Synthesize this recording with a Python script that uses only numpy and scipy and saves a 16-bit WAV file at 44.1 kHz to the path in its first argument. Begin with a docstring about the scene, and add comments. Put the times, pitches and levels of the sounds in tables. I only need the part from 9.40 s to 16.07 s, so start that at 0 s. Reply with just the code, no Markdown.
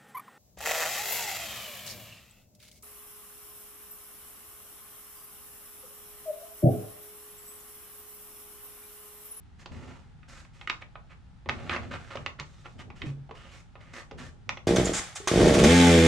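"""A two-stroke chainsaw starts in a garage: the first pull of the cord only chuffs and the cord winds
back; on the second the engine catches and runs at a fast, rattling idle. Each turn of the engine sends
a puff of gas through the muffler and shakes the metal casing and the chain.
Before the pulls, a plastic cover is fitted and screwed down: knocks make it ring, rubbing parts scrape
and squeak, and the saw bumps on the bench. The walls echo over a faint hum of air."""
import sys
import numpy as np
from scipy import signal
from scipy.fft import rfft, irfft
from scipy.io import wavfile
from scipy.ndimage import uniform_filter1d

SR = 44100
rng = np.random.default_rng(int(sys.argv[2]) if len(sys.argv) > 2 else 0)


def master(y):
    """Save y as 16-bit WAV."""
    cut = np.clip(np.atleast_2d(y).T, -1, 1)
    pcm = np.round(cut * 32767)  # scale
    wavfile.write(sys.argv[1], SR, pcm.astype(np.int16))


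N = 294147
T = np.arange(N) / SR


def engine():
    """The turning engine makes three sounds: unfired chuffs, fired barks and a metal rattle."""
    speed, burn, uneven, exhaust_db, rattle_db = crank()
    pulses = exhaust_pulses(speed, uneven)
    gas = signal.fftconvolve(pulses, np.exp(-T[:2048] / .009))[:N]  # the flow dies away after each puff
    chuff = amp(exhaust_db) * unfired_chuff(pulses, gas, burn, uneven)
    bark = amp(exhaust_db - .5) * fired_bark(pulses, burn)
    return chuff, bark, casing_rattle(pulses, gas, burn, rattle_db)


# Pulls of the starter cord: t/s, spin-up/s, hold/s, coast/s, first speed/Hz, top speed/Hz,
# exhaust level/dB, rattle level/dB, surge depth/dB (a speed in Hz is turns a second)
PULLS = [(5.27, .04, .075, .27, 50.25, 64.1, -21, -36, 3.2),
         (5.913, .085, .08, .5, 41.96, 75.05, -18, -30.5, 0.23)]
# The engine under its own power: t/s, speed/Hz
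IDLE_SPEED = [(6.25, 76), (6.286, 82.3), (6.33, 87.3), (6.424, 86), (6.544, 84.3), (6.624, 80.8),
              (6.67, 85)]
SURGE_HZ, SURGE_LAG_S = 9.6, 0.02  # a jerky pull comes in surges
CRANK_HZ = 71.9  # the speed at which the levels of the pulls apply
CATCH_S, CATCH_RISE_S = 6.155, .11  # the fuel starts to burn; time until the engine carries itself
SMOOTH_HZ, IDLE_EXHAUST_DB, IDLE_RATTLE_DB = 86.52, -15, -24  # smooth running and its levels


def crank():
    """A pull spins the engine up and lets it coast, until the fuel catches (burn goes from 0 to 1)."""
    speed, exhaust_db, rattle_db = np.zeros((3, N))
    for s, rise, hold, coast, first_hz, top_hz, puff_db, shake_db, surge_db in PULLS:
        i = int(s * SR)
        t = T[:N - i]
        speed[i:] = np.interp(t, np.cumsum([0, rise, hold, coast]), [first_hz, top_hz, top_hz, 0])
        surge = surge_db * np.cos(2 * np.pi * SURGE_HZ * (t - SURGE_LAG_S))
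        exhaust_db[i:], rattle_db[i:] = puff_db + surge, shake_db + surge
    caught = np.clip((T - CATCH_S) / CATCH_RISE_S, 0, 1)
    speed = (1 - caught) * speed + caught * np.interp(T, *np.transpose(IDLE_SPEED))
    burn = caught ** 2
    # Pulled, it gets louder and stumbles more with speed. Running, it stumbles more as the speed sags.
    doublings = np.log2(speed / CRANK_HZ + 1e-9)
    sag_hz = np.maximum(SMOOTH_HZ - speed, 0)
    uneven = (1 - burn) * .7 * (speed / CRANK_HZ) ** 2 + burn * .022 * sag_hz
    exhaust_db = (1 - burn) * (exhaust_db + 11 * doublings) + burn * IDLE_EXHAUST_DB
    rattle_db = (1 - burn) * (rattle_db + 9.5 * doublings) + burn * (IDLE_RATTLE_DB - 0.56 * sag_hz)
    return speed, burn, uneven, exhaust_db, rattle_db


def exhaust_pulses(speed, uneven, stall_hz=18):
    """One pulse each time the exhaust opens; a stumbling engine also blows between turns."""
    out = np.zeros(N + SR // 10)
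    for s, *_ in PULLS:
        for late, strong, extra, when in rng.standard_normal((80, 4)):
            i = int(s * SR)
            if i >= N or speed[i] < stall_hz:
                break
            period = np.exp(.13 * uneven[i] * late) / speed[i]
            out[i] += amp((-1.3 + 2.8 * uneven[i]) * strong)
            between = i + int(SR * period * (.5 + .2 * np.tanh(when)))
            out[between] += .6 * uneven[i] * np.tanh(extra)
            s += period
    return out[:N]


# Tone of a fired puff: f/Hz, level/dB
BARK_TONE = [(40, -13), (85, -0.5), (125, -20), (172, -2.5), (255, 1), (340, -7.5), (425, -4), (510, -8),
             (600, -18), (690, -26), (860, -21.5), (1000, -44), (1400, -37), (2200, -23.5), (4000, -30)]
# Notes that build up between floor, walls and cabinets: f/Hz, width/Hz, level/dB
ROOM_NOTES = [(119, 11, 1), (195, 39, 7.5), (262.4, 4.2, 10.5), (333.7, 3.2, 10.5), (421.5, 9.9, 3.5),
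              (481.5, 24, 9.5), (595.4, 5.5, 12), (668, 16, 17), (770, 15, 10.5), (863.6, 9.7, 14.5)]


def fired_bark(pulses, burn):
    """Puffs of burnt fuel ring the muffler and set the room ringing too."""
    bark = band(colour(-pulses, BARK_TONE), 20, 3800, order=3)
    return np.sqrt(burn) * steady(bark + ring(bark, ROOM_NOTES))


# Tone of an unfired puff: f/Hz, level/dB
CHUFF_TONE = [(24, -75), (40, 1), (69, -6), (144, -1.5), (182, 5), (238, -5.5), (346, 5), (426, -5),
              (480, -0.5), (548, -9), (600, -4.5), (994, -23), (1400, -40), (1820, -42), (3080, -120)]


def unfired_chuff(pulses, gas, burn, uneven):
    """Unfired turns puff and suck air back; swirling gas adds a rush that stays on at idle."""
    intake = np.interp(T - .0055, T, pulses)
    puffs = np.sqrt(1 - burn) * steady(colour(0.14 * intake - pulses, CHUFF_TONE))
    swirl = (0.037 + 0.74 * uneven) * steady(colour(gas * rng.standard_normal(N), CHUFF_TONE))
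    return puffs + swirl


def muffler(x, hz, width_hz):
    """Plates in the muffler delay the low part of each puff, smearing it without making it quieter."""
    return x - 2 * ring(x, [(hz, width_hz, 0)])


# Tone of the metal casing: f/Hz, level/dB
CASING_TONE = [(410, -13.5), (700, -2.5), (728, -10), (757, -2), (873, 0.5), (943, -9), (1160, -1.5),
               (1300, -2.5), (2110, -1.5), (2690, -7), (3540, -4), (4030, -8.5), (6590, -10), (8880, -14.5),
               (15500, -42)]
# Notes the casing rings at: f/Hz, width/Hz, level/dB
CASING_NOTES = [(1770, 48, -25), (2100, 48, -6), (2330, 80, -1), (3443, 390, -8), (6500, 91, -5)]


def casing_rattle(pulses, gas, burn, level_db):
    """Piston and chain slap the casing at the same point of each turn, with loose chatter between."""
    t = T[:2048]
    slap = signal.fftconvolve(pulses, rng.standard_normal(len(t)) * np.exp(-t / 0.012))[:N]
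    chatter = grains(N, 2.8) * (2.8 + gas * (0.23 + burn))
    metal = colour(steady(chatter) + (0.12 + 0.77 * burn) * steady(slap), CASING_TONE)
    metal = metal + ring(metal * burn, CASING_NOTES)  # only fired turns hit hard enough to ring it
    metal = band(metal, 750, 16000)
    dull = signal.sosfiltfilt(signal.butter(3, 4700, fs=SR, output="sos"), metal)
    return amp(level_db - 2.5) * steady(dull) + amp(level_db - 10) * steady(metal - dull)


# Jerks of the starter catches, cord and chain: t/s, length/s, level/dB, ring f/Hz, ring level/dB
CLATTERS = [(5.273, 0.0097, -31, 6060, -19.5), (5.36, 0.012, -28, 6170, -3),
            (5.455, 0.029, -36, 6980, 11.5), (5.535, .06, -33.5, 7200, 0), (5.757, 0.019, -40.5, 7800, -4),
            (5.8738, .012, -24.5, 6300, -5), (6.078, 0.013, -31, 6400, -16), (6.139, 0.014, -27, 6640, -3),
            (6.188, 0.015, -26.5, 6650, -12), (6.238, 0.016, -21.5, 6200, -6)]
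TREMBLE_DB, TREMBLE_S = -7, 0.098  # the slack chain trembles on after each burst


def clatters():
    """The starter's catches and the slack chain rattle in short bursts, with a thin steel ring."""
    out, t = np.zeros(N), T[:SR // 3]
    for s, length, db, hz, ring_db in CLATTERS:
        hits = grains(len(t), 2.3)
        after = np.maximum(t - length, 0)
        burst = np.maximum(np.exp(-after / 0.0046), amp(TREMBLE_DB) * np.exp(-after / TREMBLE_S))
        steel = unit(band(ring(hits, [(hz, 350, 0)]), 1900, 7200, order=3))
        steel *= amp(ring_db) * np.exp(-t / 0.0071)
        add(out, s, amp(db - 1) * (unit(colour(hits, CASING_TONE)) * burst + steel))
    return out


# The cord running back into its housing: t/s, length/s, level/dB
REWINDS = [(5.443, 0.017, -38), (5.531, 0.06, -35), (5.752, .018, -40.5)]


def cord():
    """A spring winds the cord back through its guide with a bright whizz."""
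    whizz = unit(band(ring(grains(N, 2.0), [(7000, 1600, 0)]), 1900, 9300, order=4))
    return whizz * swells(REWINDS, attack_s=.004, release_s=0.0089)


# Knocks of plastic and screwdriver: t/s, relative level/dB, main ring f/Hz, body level/dB, snap level/dB
KNOCKS = [(0.259, -34, 1590, 1.5, -2), (.83, -42, 1920, -16, -24), (1.049, -42.5, 1500, -10, -16.5),
          (1.212, -31.5, 2250, -9, -14), (1.274, -17.5, 1980, -21, -20.5),
          (1.298, -12.5, 2530, -16.5, -12.5), (1.423, -30.5, 2200, -12, -25), (1.555, -30, 1050, -4.5, -39),
          (2.059, -38.5, 1970, 9, -21), (2.089, -18.5, 2400, -1, -13), (2.094, -13, 2300, -11, -14),
          (2.295, -16, 1890, -10, -15), (2.346, -21.5, 1500, -10, -28), (2.362, -18.5, 2310, -6, -17),
          (2.756, -32.5, 640, 4, -4.5), (2.771, -25.5, 1520, -25, -19), (2.862, -16.5, 1640, -11.5, -14),
          (2.998, -23.5, 3480, -9, -5), (3.257, -34, 1400, -1, -28), (3.502, -35.5, 2230, 0, -18),
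          (3.618, -22, 2070, -41, -17), (3.892, -43, 1110, 9, -28), (3.91, -32, 1020, -2, -19),
          (4.354, -37, 1180, 0, -25), (4.711, -35, 2020, 2, -8.5), (5.092, -14, 2070, -10, -11),
          (5.172, -28.5, 2750, -5.5, -16)]
# Notes the plastic cover rings at: f/Hz, width/Hz, level/dB
COVER_NOTES = [(370, 32, 7), (734, 710, -1.5), (1125, 470, 5.5), (1444, 170, 11.5), (2080, 610, 12.5),
               (2690, 380, -10), (3750, 150, -26), (6050, 6600, -28.5)]
# Notes of the hollow housing under the cover: f/Hz, width/Hz, level/dB
HOUSING_NOTES = [(1128, 60, 5), (1238, 68, 6.5), (1790, 280, -2), (2001.4, 320, -1.5), (2436, 160, -6),
                 (2727, 110, -1), (3660, 50, -24)]


def knocks():
    """Each knock is a brief crack that rings cover and housing; where it lands picks the main ring."""
    out, t = np.zeros(N), T[:8192]
    # each scrape snags once, at a random moment, and adds a small knock
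    snags = [(s + length * rng.random(), db + 11.5, hz, -3, -13) for s, length, db, hz, _ in SCRAPES]
    for s, db, hz, body_db, snap_db in KNOCKS + snags:
        contact_s = 0.0018 * 2 ** ((-17 - db) / 18)  # harder knocks are shorter
        chatter = amp(-15) * np.exp(-t / (6.3 * contact_s))
        crack = rng.standard_normal(len(t)) * (np.exp(-t / contact_s) + chatter)
        shell = ring(crack, COVER_NOTES) + amp(4.5) * ring(crack, HOUSING_NOTES)
        body = amp(body_db) * unit(band(shell, 172, 780, order=3))
        clack = unit(band(ring(shell, [(hz, 0.55 * hz, 0)]) + 0.6 * shell, 910, 3690, order=4))
        snap = amp(snap_db) * unit(band(shell, 3400, 6800, order=3))
        add(out, s, amp(db - 27) * (body + clack + snap))
    return out


# Rubs of hands, plastic and turning screws: t/s, length/s, level/dB, squeak f/Hz, hiss level/dB
SCRAPES = [(0.185, 0.043, -57, 1880, -5.5), (0.31, .25, -55, 990, -10.5), (0.878, 0.13, -55, 1560, -4),
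           (1.129, 0.11, -63, 2400, -5), (1.298, 0.035, -55, 1130, -17), (1.408, 0.014, -50, 2260, -13),
           (1.69, 0.046, -57, 2360, -19), (2.109, 0.34, -49.5, 686, -15.5),
           (2.299, 0.06, -34.5, 1677, -20.5), (2.505, 0.057, -40, 1520, -18),
           (2.578, 0.24, -55.5, 1620, -10), (2.701, 0.058, -45.5, 1160, -16.5),
           (2.983, 0.038, -46, 1450, -32), (3.046, 0.28, -67.5, 3700, -2), (3.242, 0.025, -49.5, 1330, -20),
           (3.381, 0.037, -49.5, 2970, -10), (3.552, 0.088, -58.5, 2940, -8.5),
           (3.646, 0.058, -52.5, 2540, -9.5), (3.944, 0.19, -56, 2940, -10.5),
           (4.108, 0.089, -57, 2220, -3.5), (4.397, 0.14, -58.5, 2164, -13.5),
           (4.529, 0.077, -44.5, 1970, -10), (4.773, 0.094, -49.5, 1720, -7)]
# Tone of rubbed plastic: f/Hz, level/dB
RUB_TONE = [(150, -18), (250, 9), (296, -1), (356, 6.5), (421, -8), (474, 4.5), (962, 0.5), (1200, -7.5),
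            (1350, 2), (2160, -4), (4380, -12), (7260, -46), (14000, -60)]


def scrapes():
    """Plastic sticks and slips in short rubs, which squeak, hiss and ring the housing."""
    out = np.zeros(N)
    for s, length, db, hz, hiss_db in SCRAPES:
        t = T[:int(2 * length * SR)]
        slips = stick_slip(len(t), rate_hz=700, spread_db=1.5)
        rub = colour(slips, RUB_TONE)
        squeak = unit(ring(rub, [(hz, 260, 0)]))
        hollow = unit(band(ring(slips, HOUSING_NOTES), 320, 2700))
        plastic = unit(squeak + 1.35 * hollow + 1.7 * unit(rub))
        hiss = amp(hiss_db) * unit(band(grains(len(t), 1.3), 2050, 7520, order=3))
        add(out, s, amp(db + 0.3) * rub_pressure(t, length) * (plastic + hiss))
    return out


def stick_slip(count, rate_hz, spread_db):
    """Scattered slips at random moments, over a little smooth sliding."""
    slips = (rng.random(count) < rate_hz / SR) * amp(spread_db * rng.standard_normal(count).clip(-2, 2))
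    return unit(unit(slips * np.sign(rng.standard_normal(count))) + 0.48 * rng.standard_normal(count))


def rub_pressure(t, length, attack_s=0.012, ease_db=-3, grip_db=1.5, grip_s=0.0108):
    """One rub bites, eases off and fades, while the grip keeps catching and letting go."""
    catches = np.arange(0, t[-1] + grip_s, grip_s)
    grip = np.interp(t, catches, rng.standard_normal(256)[:len(catches)].clip(-2, 2))
    fade = np.exp(-np.maximum(t / length - 1, 0) / 0.27)
    return np.clip(t / attack_s, 0, 1) * fade * amp(ease_db * t / length + grip_db * grip)


# Bumps of the saw's body, and a knock of the starter cord at 5.8 s: t/s, f/Hz, time to fade by 60 dB/s,
# level/dB
BUMPS = [(2.096, 141, 0.22, -39), (2.098, 370, 0.11, -36), (2.755, 587, 0.015, -24),
         (2.782, 145, 0.215, -38.5), (3.007, 151, 0.21, -35.5), (3.64, 303, 0.053, -29.5),
         (3.667, 138.7, 0.39, -28.5), (3.91, 460, 0.055, -36), (4.72, 454, 0.019, -31),
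         (5.802, 402, 0.093, -35), (5.873, 375, 0.14, -26), (5.874, 1125, 0.024, -18)]


def bumps():
    """The saw's body bumps on the bench and the starter cord knocks, each time with one dull, fading note."""
    out, t = np.zeros(N), T[:SR // 3]
    for s, hz, fade_s, db in BUMPS:
        add(out, s, amp(db - 1) * np.sin(2 * np.pi * hz * t) * np.exp(-np.log(1000) * t / fade_s))
    return out


# The saw rocking under the hands: t/s, length/s, level/dB
ROCKS = [(0.296, 0.21, -49), (2.062, 0.5, -45.5), (2.757, 0.074, -50.5), (3.343, 0.15, -52),
         (3.604, 0.086, -46), (4.732, 0.12, -50.5), (5.066, 0.081, -55)]
# Tone of the bench: f/Hz, level/dB
BENCH_TONE = [(41, -44.5), (70, 6), (140, 0), (179, -7), (261, -1), (301, -15), (350, -10), (800, -22),
              (1040, -39), (1760, -120)]


def bench_rumble(resting_db=-65.5):
    """Until the first pull, the saw rumbles on the bench as it rocks, and faintly under resting hands."""
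    rocking = amp(resting_db) + swells(ROCKS, attack_s=0.019, release_s=0.065)
    return amp(1.5) * rocking * (T < PULLS[0][0]) * wide_noise(BENCH_TONE, width=0.66)


# The garage's echo: f/Hz, time to fade by 60 dB/s
ECHO_TIMES = [(150, 0.34), (700, 0.33), (2500, 0.16), (7000, 0.33), (14000, 0.27)]


def garage(x, echo_db, pan_db):
    """The direct sound plus its echo, whose left and right sides differ more at higher pitch."""
    t = T[:SR // 2]
    tail = 0
    for hz in 62.5 * 2 ** np.arange(9):
        fade_s = np.interp(hz, *np.transpose(ECHO_TIMES))
        apart = min(hz / 1400, 1.3)
        mid, side = band(rng.standard_normal((2, len(t))), hz / np.sqrt(2), hz * np.sqrt(2))
        pair = (mid + apart * side * np.array([[1], [-1]])) / np.hypot(1, apart)
        tail = tail + pair * np.exp(-np.log(1000) * t / fade_s)
    tail *= np.clip(t / 0.0024, 0, 1) / np.sqrt(SR * 0.026)
    echo = signal.fftconvolve(x[None], tail, axes=1)[:, :N]
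    return x * amp(np.array([[pan_db], [-pan_db]]) / 2) + amp(echo_db) * echo


# Tone of the garage's air: f/Hz, level/dB
AIR_TONE = [(13, -31), (22, 0.5), (70, 4.5), (171, -1.5), (204, -9), (526, -38), (834, -17), (1050, -28),
            (1320, -22.5), (2260, -30.5), (3240, -31.5), (7350, -43), (10000, -49.5), (13000, -75),
            (22000, -120)]


def still_air():
    """The quiet garage is a faint, low, even noise."""
    return amp(-53.5) * wide_noise(AIR_TONE, width=0.75)


def amp(db):
    """Turn decibels into a gain."""
    return 10 ** (np.asarray(db) / 20)


def unit(x):
    """Scale a sound to an average strength (rms) of 1."""
    return x / (x.std() + 1e-12)


def steady(x, size=3000):
    """Even out the loudness while keeping the single pulses."""
    power = uniform_filter1d(x ** 2, size)
    return x / np.sqrt(np.abs(power) + 1e-3 * power.max())


def band(x, lo_hz, hi_hz, order=2):
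    """Keep what lies between two frequencies."""
    sos = signal.butter(order, [lo_hz, min(hi_hz, SR / 2 - 100)], "band", fs=SR, output="sos")
    return signal.sosfilt(sos, x + 1e-18)


def ring(x, notes):
    """Let a sound ring a set of notes: f/Hz, width/Hz, level/dB."""
    return sum(amp(db) * signal.lfilter(*signal.iirpeak(hz, hz / width, SR), x + 1e-18)
               for hz, width, db in notes)


def colour(x, tone, size=4096):
    """Give a sound a tone (f/Hz, level/dB), falling 18 dB an octave beyond the table's ends."""
    hz, db = np.transpose(tone)
    f = np.maximum(np.fft.rfftfreq(size, 1 / SR), 1)
    outside = np.maximum(np.log2(f / hz[-1]), 0) + np.maximum(np.log2(hz[0] / f), 0)
    cepstrum = irfft(np.log(amp(np.interp(np.log(f), np.log(hz), db) - 18 * outside)))
    cepstrum[1:size // 2] *= 2  # folded so that the filter rings only after a hit, never before
    cepstrum[size // 2 + 1:] = 0
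    return signal.fftconvolve(x, irfft(np.exp(rfft(cepstrum))))[:len(x)]


def grains(count, spread_db, size=24):
    """Friction noise: tiny slips of unequal strength."""
    slips = np.repeat(np.clip(rng.standard_normal(count // size + 1), -2, 2), size)[:count]
    return unit(rng.standard_normal(count) * amp(spread_db * slips))


def wide_noise(tone, width):
    """Stereo noise with a given tone; width sets how much left and right differ."""
    mid, side = (unit(colour(rng.standard_normal(N), tone)) for _ in range(2))
    return mid + width * side * np.array([[1], [-1]])


def swells(events, attack_s, release_s):
    """A loudness curve that rises, holds and dies away for each event: t/s, length/s, level/dB."""
    return sum(amp(db) * np.clip((T - s) / attack_s, 0, 1)
               * np.exp(-np.maximum(T - s - length, 0) / release_s) for s, length, db in events)


def add(track, s, sound):
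    """Mix a sound in at s seconds."""
    i = int(s * SR)
    track[i:i + len(sound)] += sound[:N - i]


def scene():
    """The saw and the bench work before it, echoing in the garage over its still air."""
    chuff, bark, rattle = engine()
    air = still_air()
    bench = garage(knocks(), echo_db=-2.5, pan_db=-3)
    bench += garage(scrapes() + bumps(), echo_db=-1.5, pan_db=-3) + bench_rumble()
    exhaust = garage(muffler(chuff, hz=334, width_hz=350), echo_db=-3.5, pan_db=-1)
    exhaust += garage(muffler(bark, hz=242, width_hz=114), echo_db=-15, pan_db=0.1)
    # the higher part of the bark also comes back off the walls
    walls = amp(-11.5) * garage(band(bark, 584, 4200, order=3), echo_db=11.5, pan_db=-4)
    moving_parts = garage(amp(0.5) * (rattle + clatters() + cord()), echo_db=-2, pan_db=-1.35)
    return exhaust + walls + moving_parts + bench + air


def record(dry, top_hz=15600):
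    """Round off the loudest peaks and cut the highest treble."""
    rounded = dry / (1 + (dry / .65) ** 4) ** .25
    return signal.sosfilt(signal.ellip(8, .2, 70, top_hz, fs=SR, output="sos"), rounded)


dry = scene()
out = record(dry)
master(out)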